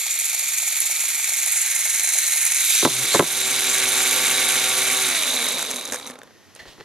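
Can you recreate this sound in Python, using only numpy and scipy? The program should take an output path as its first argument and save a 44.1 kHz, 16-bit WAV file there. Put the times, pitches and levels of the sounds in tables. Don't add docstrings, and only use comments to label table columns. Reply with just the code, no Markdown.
import sys
import numpy as np
from scipy import signal
from scipy.fft import rfft, irfft, next_fast_len
from scipy.io import wavfile
from scipy.ndimage import uniform_filter1d

SR = 44100
rng = np.random.default_rng(int(sys.argv[2]) if len(sys.argv) > 2 else 0)


def linear_from_db(decibels):
    return 10 ** (np.asarray(decibels, float) / 20)


def dump(signal):
    limited = np.clip(np.atleast_2d(signal).T, -1, 1)
    pcm = np.round(limited * 32767).astype(np.int16)
    wavfile.write(sys.argv[1], SR, pcm)


N = 301644
TIME = np.arange(N) / SR
PAD = next_fast_len(N + SR // 4)
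HZ = np.maximum(np.fft.rfftfreq(PAD, 1 / SR), 1)

FULL_HZ, STAGE = 127.2, 6
TOUCH_S, STALL_S = 3.1, 6.1

# (time [s], speed [turns per s])
COAST = [(5.034, 127.2), (5.094, 122.3), (5.114, 119.2), (5.264, 95.5), (5.328, 88.7), (5.492, 68.2),
         (5.638, 51.6), (5.818, 36.3), (5.9, 30.5), (6.3, 4), (6.4, 1)]
# (time [s], share [0-1], extra once-a-turn shake [dB])
CONTACT = [(2.86, 0, 15), (2.91, 0.36, 21), (3.03, 0.48, 24), (3.07, 0.52, 2), (3.25, 0.59, 5), (4.2, 1, 0),
           (5.03, 0.92, 3.5), (5.15, 0.92, 0)]
# (frequency [Hz], width [Hz], level [dB])
RESTING = ([(35, -62), (60, -26.5), (253, -13), (320, -12), (376, -12), (413, -9.5), (810, -10), (2200, -6),
            (5200, -2), (10700, 10), (15500, -16)], [(259, 35, -5), (500, 91, -10.5), (1570, 113, -9.5),
            (2255, 320, -2.5), (3770, 690, 5), (6225, 640, 8.5), (7350, 990, 6.5), (10300, 1600, -19),
            (12400, 1500, -7)])
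# (frequency [Hz], left lead [rad])
HAND = ([(60, -1), (150, -5), (380, -1.5), (950, 1.5), (2380, -2.5), (5980, 3.5), (15000, -13.5)],
         [(300, -1.44), (1600, 0.47), (2300, -0.6), (4300, -0.52), (7000, -1.54), (11000, -1.28),
         (15000, -1.4)])
# (frequency [Hz], left lead [rad])
DOWN = ([(60, 3), (150, 2.5), (380, -1), (950, 0.5), (2380, -2.5), (5980, -1.5), (15000, -2.5)],
         [(300, 0.14), (1600, -0.56), (2300, -0.29), (4300, -0.71), (7000, -0.38), (11000, -0.93),
         (15000, -1.1)])


def in_time(rows):
    s, *columns = np.transpose(rows)
    return [np.interp(TIME, s, column) for column in columns]


def at_hz(points, hz=HZ):
    point_hz, value = np.array(points)[:, 0], np.array(points)[:, 1]
    return np.interp(np.log(hz), np.log(np.maximum(point_hz, 1)), value)


def drift(rate):
    knots = rng.standard_normal(2000)
    return np.interp(np.arange(N) * rate / SR % 1999, np.arange(2000), knots) * 1.22


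def swell(middle, length):
    return np.cos(np.pi * np.clip((TIME - middle) / length, -.5, .5)) ** 2


def impulses(events, extra_db):
    clicks = np.zeros(N)
    clicks[[round(s * SR) for s, db in events]] = linear_from_db(np.array(events)[:, 1] + extra_db)
    return clicks


def body(shape):
    smooth, peaks = shape
    power = linear_from_db(at_hz(smooth) - 2) ** 2
    for centre_hz, width_hz, db in peaks:
        power = power + linear_from_db(db) ** 2 / (1 + (2 * (HZ - centre_hz) / width_hz) ** 2) ** 2
    return np.sqrt(power)


def causal(gain):
    cepstrum = irfft(np.log(gain + 1e-6), PAD)
    cepstrum[1:PAD // 2] *= 2
    cepstrum[PAD // 2 + 1:] = 0
    return np.exp(rfft(cepstrum)) / np.sqrt(np.mean(gain ** 2))


def ports(direct, diffuse, place):
    # (frequency [Hz], left-right likeness [0-1])
    likeness = [(60, 0.3), (180, 0.93), (550, 0.98), (1650, 0.94), (3200, 0.98), (5000, 0.65), (8000, 0.78),
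                (15000, 0.36)]
    alike = np.clip(at_hz(likeness), 0, 1)
    turn = linear_from_db(at_hz(place[0]) / 2) * np.exp(.5j * at_hz(place[1]))
    shared = np.sqrt((1 + alike) / 2) * direct
    apart = np.sqrt((1 - alike) / 2) * diffuse
    return irfft(np.array([(shared + apart) * turn, (shared - apart) / turn]), PAD)[:, :N]


def hiss(place, *layers):
    spectra = 0
    for envelope, shape in layers:
        noise = rng.standard_normal((2, N)) * envelope
        spectra = spectra + rfft(noise, PAD) * causal(body(shape))
    return ports(*spectra, place)


def ring(clicks, hz, t60):
    r, w = linear_from_db(-60 / (t60 * SR)), 2 * np.pi * hz / SR
    return signal.lfilter([0, np.sin(w)], [1, -2 * r * np.cos(w), r * r], clicks + 1e-18)


def recorder_gain():
    # (time [s], dip [dB])
    dips = [
        (2.863, -5.5),
        (3.199, -6.5),
    ]
    recover_s = 0.16
    return linear_from_db(sum(db * (TIME > s) * np.exp(-np.maximum(TIME - s, 0) / recover_s) for s, db in dips))


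def rotor():
    speed = in_time(COAST)[0]
    speed = np.where(np.arange(N) < COAST[0][0] * SR, FULL_HZ, speed)
    return speed, np.cumsum(speed) / SR


def teeth(speed, per_turn, spread_db, ring_s, steady):
    hit = rng.random(N) < per_turn * speed / SR
    force = np.minimum(rng.exponential(1, N), 2.5)
    sizes = hit * linear_from_db(2 * spread_db * force)
    bursts = signal.lfilter([1], [1, -np.exp(-2 / (ring_s * SR))], sizes + 1e-18)
    rub = steady * (0.62 + 0.39 * speed / FULL_HZ)
    mean = uniform_filter1d(bursts, size=SR // 8) + 1e-9
    return np.sqrt(rub + np.maximum(1 - rub, 0) * bursts / mean)


def throb(pose, zone, turns):
    throb_hand = [(1, 0.2, 0.18, 0.044, 0.22), (2, 0.1, .02, 0.033, 0.052), (3, 0.33, 0.06, 0.18, 0.048),
                  (5, 0, .02, 0.043, 0.029), (6, 0.02, 0.14, 0.15, 0.033), (18, 0.06, 0.1, 0.072, 0.063)]
    throb_table = [(1, 0.019, 0.026, .07, 0.085), (3, 0.036, 0.016, .03, 0.13),
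                   (6, 0.064, 0.25, 0.024, 0.039), (12, 0.13, 0.22, 0.052, .05),
                   (18, 0.055, 0.36, 0.56, 0.15)]
    carrier_start = [
        (-.38, -0.376, -0.425, -0.348),
        (-.1, -.42, -0.0847, -0.498),
    ]
    carrier = ((turns / STAGE + carrier_start[pose][zone]) % 1).astype(np.float32)
    swing = 0
    for row in (throb_hand, throb_table)[pose]:
        swing = swing + row[1 + zone] * np.cos(np.float32(2 * np.pi * row[0]) * carrier)
    return np.maximum(1 + 1.31 * swing, .05)


def rattle(speed, turns):
    zones_hz = [1300, 2900, 5200]
    # (facing level [dB], turned level [dB], resting level [dB], power of speed, loss after stall [dB per s])
    zones = [
        (-28, -27.5, -32.5, 0.22, 51),
        (-10.5, -9, -9, 1.1, 110),
        (-8, -13, -3, 1, 160),
        (-0.56, -0.2, -0.83, 1.12, 260),
    ]
    table_adds_db = [-12, -8.5, -32, -18]
    grip = [0.52, 1.54, 1.05, 0.89]
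    # (time [s], share facing [0-1], share turned [0-1], share on the table [0-1])
    poses = [
        (0, 0.92, 0.013, 0),
        (1.2, 0.94, 0.23, 0.00024),
        (1.6, 0.057, 0.71, 0.015),
        (2.57, 0.0044, 0.84, 0.038),
        (2.65, 0.13, 0.071, 0.33),
        (2.85, 0.02, 0.017, 0.67),
    ]
    # (time [s], level [dB])
    nearness = [(0, -25), (1.35, -26), (1.65, -23.5), (2.1, -23), (2.55, -22), (2.68, -21.5), (2.82, -21),
                (3.13, -22.5), (3.5, -23), (4.25, -22.5), (4.6, -23), (5.1, -23.5), (5.5, -21.5),
                (5.85, -24.5), (6.1, -26)]
    # (frequency [Hz], width [Hz], level [dB])
    facing = ([(35, -78), (60, -46), (351, -42), (910, -22), (1070, -23.5), (2200, 0), (2910, -25),
               (5200, -26), (6870, 2), (10900, -1.5), (15500, -29)], [(2362, 420, 4.5), (3600, 800, -6),
               (4420, 1140, -8), (5750, 310, -0.5), (7140, 1020, 5.5), (8850, 400, -19.5),
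               (11500, 760, -1.5), (12440, 1900, -6)])
    # (frequency [Hz], width [Hz], level [dB])
    turned = ([(35, -67), (60, -19), (423, -23), (869, -8.5), (1200, -15), (2100, 1), (4030, -17.5),
               (5080, -10.5), (6710, 0.5), (10900, -3), (15500, -28)], [(2180, 250, -2), (4060, 380, -4),
               (6650, 960, 2), (8050, 400, -2), (10700, 520, 0), (12400, 1400, -12)])
    graininess = [0.57, 0.5, 0.096, 1.0]
    stop_s = 6.34

    shares = np.sqrt(np.clip(in_time(poses), 0, 1))
    touch = np.maximum(in_time(CONTACT)[0], 0)
    near, dip = linear_from_db(in_time(nearness)[0]), recorder_gain()
    crank = 1 + 0.02 * np.cos(2 * np.pi * (turns / STAGE ** 2 + 0.12))
    contacts = teeth(speed, per_turn=8., spread_db=1.5, ring_s=0.0006, steady=0.36)
    above = [np.ones_like(HZ)] + [1 / (1 + (edge / HZ) ** 16) for edge in zones_hz] + [0 * HZ]
    bodies = [body(shape) for shape in (facing, turned, RESTING)]
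    sums = np.zeros((2, 2, len(HZ)), complex)
    for zone, (*pose_db, power, stall_db) in enumerate(zones):
        fade_db = stall_db * np.maximum(TIME - STALL_S, 0)
        loose = linear_from_db(0.55 * drift(24.92) + 0.11 * drift(7) - fade_db)
        grain = contacts ** (graininess[zone] * (0.61 + .4 * speed / FULL_HZ))
        noise = rng.standard_normal((2, N)) * near * crank * dip ** grip[zone]
        noise = noise * (speed / FULL_HZ) ** power * grain * loose
        beats = [throb(0, zone, turns), throb(1, zone, turns)]
        levels = [linear_from_db(pose_db[0]), linear_from_db(pose_db[1]), linear_from_db(pose_db[2]) + touch * linear_from_db(table_adds_db[zone])]
        band = np.sqrt(np.maximum(above[zone] - above[zone + 1], 0))
        for pose in range(3):
            gain = bodies[pose] * band
            played = (noise * (beats[pose // 2] * shares[pose] * levels[pose])).astype(np.float32)
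            sums[pose // 2] += rfft(played, PAD) * (gain / np.sqrt(np.mean(gain ** 2)))
    return (ports(*sums[0], HAND) + ports(*sums[1], DOWN)) * np.clip((stop_s - TIME) / 0.037, 0, 1)


def hum(speed, turns):
    # (multiple of rotor speed, level in the hand [dB], level on the table [dB])
    order_db = [(1, -87, -53.5), (2, -101, -61), (3, -80, -41), (4, -77, -46), (5, -67.5, -50),
                (6, -91, -42.5), (7, -64, -47.5), (9, -60, -43.5), (10, -56.5, -84), (11, -58.5, -44.5),
                (12, -62, -45), (13, -57.5, -47.5), (15, -65, -67), (17, -46.5, -57)]
    # (multiple of rotor speed, level [dB])
    poles = [(1, -63), (3, -47), (6, -42.5), (7, -52), (9, -43), (10, -44.5), (12, -46), (13, -49),
             (15, -41)]
    # (frequency [Hz], level [dB])
    slide_db = [(150, -8), (255, 3), (330, -4), (440, 0.5), (620, 4.5), (710, -7), (870, -4), (1300, -3)]
    share, unbalance_db = in_time(CONTACT)
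    out, table = np.zeros(N), body(RESTING)
    relative = speed / FULL_HZ
    unpowered = np.clip(7.1 * (1 - relative), 0, 1)
    for k, hand_db, table_db in order_db:
        slide = table[(k * speed * PAD / SR).astype(int)] / np.interp(k * FULL_HZ, HZ, table)
        pole_db = dict(poles).get(k, table_db - 12.0)
        coast_db = unpowered * (pole_db - table_db + at_hz(slide_db, k * speed))
        shake_db = unbalance_db * ((k == 1) + 0.22 * (k == 3))
        dying = relative ** .5 * np.minimum(speed / 55, 1) ** 2
        on_table = np.maximum(share, 0) * dying * linear_from_db(table_db + shake_db + coast_db) * slide ** .5
        size = linear_from_db(hand_db) * relative + on_table
        wander = 0.051 * k * (1 - 0.78 * unpowered) * drift(9) + 2 * np.pi * rng.random()
        flutter = linear_from_db((2.0 + 1.5 * unpowered) * drift(14))
        out += np.sqrt(2) * size * flutter * np.sin(2 * np.pi * k * turns + wander)
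    return out


def room():
    # (frequency [Hz], width [Hz], level [dB])
    room_shape = ([(15, -73), (25, -42), (53, -28), (93, -3), (144, -8), (198, -9), (349, -5), (582, -13.5),
                   (6210, -20.5), (12200, -40), (15500, -51)], [(1860, 190, -13), (6230, 500, -23),
                   (11160, 1900, -27)])
    quiet_s, rise_s = 5.77, 0.33
    rise_db = 15 * (1 - np.exp(-np.maximum(TIME - quiet_s, 0) / rise_s))
    return hiss(HAND, (linear_from_db(-65 + rise_db), room_shape))


def planets(turns):
    # (time [s], peak level [dB])
    loud_knocks = [(0.017, -46), (0.049, -40), (0.063, -38), (0.217, -38), (0.331, -40), (0.347, -37),
                   (0.394, -38), (0.424, -35), (0.583, -44), (0.615, -38), (0.629, -36), (0.676, -38),
                   (0.724, -35), (0.818, -39), (0.851, -35), (0.898, -35), (0.912, -34), (0.975, -47),
                   (0.991, -36), (1.038, -33), (1.084, -38), (1.18, -40), (1.196, -34.5), (1.276, -40),
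                   (1.291, -32), (1.322, -33), (1.368, -41), (1.433, -41), (1.465, -36), (1.479, -37),
                   (1.51, -43), (1.54, -39), (1.559, -32), (1.685, -41), (1.729, -39), (1.793, -40),
                   (1.841, -46), (1.856, -34), (1.871, -34), (1.983, -42), (2.013, -39), (2.031, -48),
                   (2.045, -40), (2.077, -37), (2.123, -38), (2.154, -32), (2.172, -34), (2.249, -37),
                   (2.327, -46), (2.342, -40), (2.36, -34), (2.374, -36), (2.422, -39), (2.454, -39),
                   (2.516, -34), (2.706, -36), (2.753, -37)]
    passes = np.floor(turns * 3 / STAGE - .08 + 0.024 * drift(60))
    passed = np.diff(np.maximum.accumulate(passes), prepend=passes[0]) > 0
    shaft = 2 * np.pi * turns / STAGE ** 2
    pattern_db = 3.6 * np.cos(3 * (shaft - 1.33)) + 1.3 * np.cos(shaft - 1.6) + 0.84 * drift(70)
    knocks = passed * linear_from_db(-43.5 + pattern_db) * (TIME < TOUCH_S)
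    knocks = knocks + impulses(loud_knocks, extra_db=2)
    return ring(knocks, 630, 0.012) - 1.3 * ring(knocks, 874, 0.011)


def snaps():
    # (time [s], peak level [dB])
    snap_events = [(0.189, -9), (0.2823, -17), (0.3301, -17), (0.6035, -16), (0.6484, -16), (0.8036, -6),
                   (1.038, -13), (1.0854, -11), (1.275, -15), (1.3703, -16), (1.461, -9), (1.5194, -13),
                   (1.5579, -17), (1.6571, -19), (1.7085, -12), (1.751, -7), (1.7908, -10), (2.0343, -7),
                   (2.1226, -12), (2.359, -10), (2.452, -5), (2.5461, -7), (2.6005, -14), (2.648, -8),
                   (2.7048, -5), (2.7367, -11)]
    # (frequency [Hz], width [Hz], level [dB])
    tooth_shape = ([(3000, -40), (6000, -15), (9000, 1), (12000, -3), (15500, -22)], [(10800, 1200, 2.5)])
    ring_s = 0.0017
    clicks = impulses(snap_events, extra_db=-4.5)
    bursts = signal.lfilter([1], [1, -np.exp(-1 / (ring_s * SR))], clicks + 1e-18)
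    return hiss(HAND, (bursts, tooth_shape))


def sweeps(turns):
    # (middle time [s], length [s], frequency [Hz], width [Hz], level [dB])
    passing = [(1.58, 0.29, 7500, 600, -29), (1.59, 0.17, 10000, 833.3, -29), (1.56, .25, 8150, 500, -33),
               (1.86, 0.58, 6100, 500, -40), (2.16, 1, 4070, 270, -36), (2.4, .45, 10900, 530, -32),
               (2.3, .4, 8200, 500, -29), (2.3, .5, 12600, 1200, -38), (2.71, .25, 11600, 900, -29),
               (2.74, 0.33, 7350, 450, -26), (2.79, 0.17, 6050, 400, -26), (2.453, 0.61, 2460, 324, -36.5),
               (2.757, 0.23, 2440, 540, -31), (3.14, 0.092, 4160, 600, -25), (3.3, 0.94, 12000, 1200, -43),
               (4.12, .5, 11700, 900, -33), (4.9, 1, 10000, 1500, -34)]
    noise, spectra = rng.standard_normal((2, N)) * throb(0, 3, turns), 0
    for middle, length, centre_hz, width_hz, db in passing:
        gain = 1 / (1 + (2 * (HZ - centre_hz) / width_hz) ** 2)
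        played = (noise * swell(middle, length) * linear_from_db(db)).astype(np.float32)
        spectra = spectra + rfft(played, PAD) * gain / np.sqrt(np.mean(gain ** 2))
    return ports(*spectra, HAND)


def blows():
    # (time [s], peak level [dB], contact cut-off [Hz])
    blow_events = [(2.8266, -9, 1400), (2.832, -17, 1200), (2.8509, -0.5, 3460), (2.859, -7, 1700),
                   (2.872, -7.5, 1100), (2.885, -20, 900), (2.905, -26, 700), (3.04, -22, 503),
                   (3.1452, -5.5, 1540), (3.147, -2.5, 1474), (3.156, -6, 1000), (3.175, -24, 1000),
                   (3.1945, 1, 2840), (3.205, -3.5, 1520), (3.222, -10, 900), (3.235, -18, 800),
                   (6.61, -39, 600), (6.6556, -29, 2000), (6.666, -33, 900), (6.78, -31, 1400),
                   (6.789, -37, 1400), (6.797, -32, 1500), (6.803, -33, 2500), (6.809, -25, 2400),
                   (6.819, -44, 1200)]
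    # (frequency [Hz], level [dB], 60 dB decay [s])
    table_modes = [(159.6, -9.5, 0.1), (253, -2, 0.048), (344, -4, 0.091), (415, -3, 0.1),
                   (582, -2.5, 0.037), (690, -3.5, 0.036), (878, -6.5, 0.045), (1000, -3.5, 0.041),
                   (1167, -2.5, 0.024), (1290, -6, 0.04), (1660, -7, 0.022), (1960, -18, 0.082)]
    hand_on_s, hand_damps = 6.5, 0.43
    length = SR // 5
    out, spread = np.zeros(N), rng.normal(0, 2.5, (len(blow_events), len(table_modes)))
    for (s, db, cut_hz), own_db in zip(blow_events, spread):
        bare = 0.32 * (cut_hz / 1000) ** 1.7
        soften = signal.bessel(3, cut_hz, fs=SR, output="sos", norm="mag")
        pulse = signal.sosfilt(soften, np.eye(1, length)[0])
        damping = hand_damps if s > hand_on_s else 1
        modes = 0
        for k, (hz, mode_db, t60) in enumerate(table_modes):
            modes = modes + (-1) ** k * linear_from_db(mode_db + own_db[k] - 10.0) * ring(pulse, hz, t60 * damping)
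        start = round(s * SR)
        out[start:start + length] += (linear_from_db(db) * (bare * pulse / pulse.max() + modes))[:N - start]
    return signal.sosfilt(signal.butter(4, 115, "high", fs=SR, output="sos"), out)


def seam(turns):
    # (frequency [Hz], width [Hz], level [dB])
    seam_shape = ([(5000, -60), (7300, -40), (10000, -60)], [(7350, 670, 0)])
    ends_s, sharpness = 4.55, 3.3
    load = np.abs(np.cos(np.pi * (turns / STAGE ** 2 - 0.16))) ** sharpness
    heard = (TIME > TOUCH_S) * np.clip((ends_s - TIME) / .5, 0, 1)
    return hiss(DOWN, (linear_from_db(-26.5) * load * heard * recorder_gain(), seam_shape))


def ticks():
    # (time [s], bright level [dB], dull level [dB])
    tick_events = [(5.486, -7, -26), (5.593, -13, -29), (5.6272, -12, -24), (5.708, -19, -26),
                   (5.7127, -9.5, -33), (5.7605, -12.5, -40), (5.767, -16, -40), (5.8116, -20, -38),
                   (5.853, -17, -40), (5.856, -20, -40), (5.876, -19, -36), (5.8834, -25, -30),
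                   (5.9227, -12, -26), (5.934, -16, -29), (5.944, -15, -26), (5.959, -22, -49),
                   (5.9985, -25, -29.5), (6.0664, -24, -35), (6.0733, -19, -33), (6.0994, -28, -31),
                   (6.1086, -27, -37), (6.138, -37, -42), (6.1556, -38, -34), (6.1888, -32.5, -36),
                   (6.2166, -43, -32.5), (6.233, -33, -32), (6.2743, -50, -41), (6.3074, -55, -43),
                   (6.5507, -28, -49), (6.5617, -34, -44)]
    # (start [s], length [s], level [dB])
    catches = [
        (5.921, 0.041, -33.5),
        (6.062, 0.048, -50.5),
        (3.14, 0.022, -21.5),
    ]
    # (frequency [Hz], width [Hz], level [dB])
    bright_shape = ([(2500, -49.5), (5000, -3.5), (8000, 3.5), (12000, -3), (15500, -29)], [(6423, 1000, 4),
                     (10500, 1300, -1.5)])
    # (frequency [Hz], width [Hz], level [dB])
    dull_shape = ([(150, -30), (500, 6), (1200, -2), (2800, -8), (5000, -12), (9000, -47)],
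                   [(1700, 640, 3.5), (3650, 170, 1)])
    ring_s = 0.0014
    bright, dull = np.zeros(N), np.zeros(N)
    decay = np.exp(-np.arange(800) / SR / ring_s)
    for s, bright_db, dull_db in tick_events:
        start = round(s * SR)
        bright[start:start + 800] += linear_from_db(bright_db - 5.0) * decay
        dull[start:start + 800] += linear_from_db(dull_db + 1.5) * decay
    for s, length, db in catches:
        caught = (TIME > s) & (TIME < s + length)
        bright += linear_from_db(db) * caught
        dull += linear_from_db(db - 1.0) * caught
    return hiss(DOWN, (bright, bright_shape), (dull, dull_shape))


def cap(speed):
    # (frequency [Hz], width [Hz], level [dB])
    cap_shape = ([(2000, -52), (3700, -33), (6000, -46)], [(3825, 400, 0.0045)])
    rise_s = 0.31
    freed = np.clip((TIME - COAST[0][0]) / rise_s, 0, 1) * (speed / FULL_HZ) ** 1.37
    level = linear_from_db(-24.5 - 330 * np.maximum(TIME - STALL_S, 0))
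    contacts = teeth(speed, per_turn=5.8, spread_db=1.0, ring_s=0.0011, steady=0.13)
    return hiss(DOWN, (level * freed * contacts, cap_shape))


def jolts():
    # (time [s], peak level [dB])
    jolt_events = [(5.469, -50), (5.741, -34), (5.92, -31), (5.934, -32), (6.071, -41), (6.1, -38),
                   (6.19, -49), (6.231, -50)]
    pushes = impulses(jolt_events, extra_db=0)
    return ring(pushes, 250.4, 0.16) - 0.8 * ring(pushes, 502.3, 0.11) + 0.46 * ring(pushes, 1080, 0.11)


def brushing():
    # (start [s], hold [s], level of the rub [dB], level of the singing shell [dB])
    strokes = [(6.553, .012, -45.5, -54), (6.588, 0.016, -46, -41.5), (6.618, 0.019, -58, -61),
               (6.654, .02, -52, -56), (6.675, 0.054, -49, -66), (6.78, .012, -58, -66),
               (6.796, 0.01, -52, -47)]
    # (frequency [Hz], width [Hz], level [dB])
    skin_shape = ([(25, -8), (60, -23), (200, -21), (600, 0), (1400, -11), (3500, -4.5), (7500, -15),
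                   (15500, -28)], [(3000, 900, -14)])
    # (frequency [Hz], width [Hz], level [dB])
    shell_shape = ([(800, -41), (1900, -20), (4300, -26), (8000, -48)], [(1890, 240, 3.5), (4220, 300, -6)])
    rise_s, fall_db_per_s = .008, 380
    rub, sing = np.zeros(N), np.zeros(N)
    for s, hold, rub_db, sing_db in strokes:
        rise = np.clip((TIME - s) / rise_s, 0, 1)
        stroke = rise * linear_from_db(-fall_db_per_s * np.maximum(TIME - s - hold, 0))
        rub += linear_from_db(rub_db) * stroke
        sing += linear_from_db(sing_db) * stroke
    grain = linear_from_db(1.8 * drift(400))
    return hiss(DOWN, (rub * grain, skin_shape), (sing * grain, shell_shape))


def pressing():
    # (middle time [s], length [s], level [dB])
    presses = [
        (6.612, .04, -56),
        (6.68, .09, -54),
        (6.795, .05, -54),
    ]
    # (frequency [Hz], width [Hz], level [dB])
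    thump_shape = ([(15, -13), (35, -3), (90, -2), (200, -12), (500, -45)], [(60, 40, -10)])
    push = sum(linear_from_db(db) * swell(middle, length) for middle, length, db in presses)
    return hiss(DOWN, (push, thump_shape))


def scene():
    speed, turns = rotor()
    tones = hum(speed, turns) * recorder_gain() + planets(turns) + blows() + jolts()
    motor = rattle(speed, turns) + snaps() + sweeps(turns) + seam(turns) + ticks() + cap(speed)
    return motor + ports(rfft(tones, PAD), 0, DOWN) + brushing() + pressing() + room()


def band_limit(x):
    return signal.sosfilt(signal.butter(12, 15730, fs=SR, output="sos"), x)


def record(dry):
    notched = signal.lfilter(*signal.iirnotch(7880, 60, fs=SR), dry)
    top_cut = signal.ellip(10, .3, 70, 15650, fs=SR, output="sos")
    mix = signal.sosfilt(top_cut, np.clip(notched, -1, 1))
    return band_limit(mix)


dry = scene()
out = record(dry)
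dump(out)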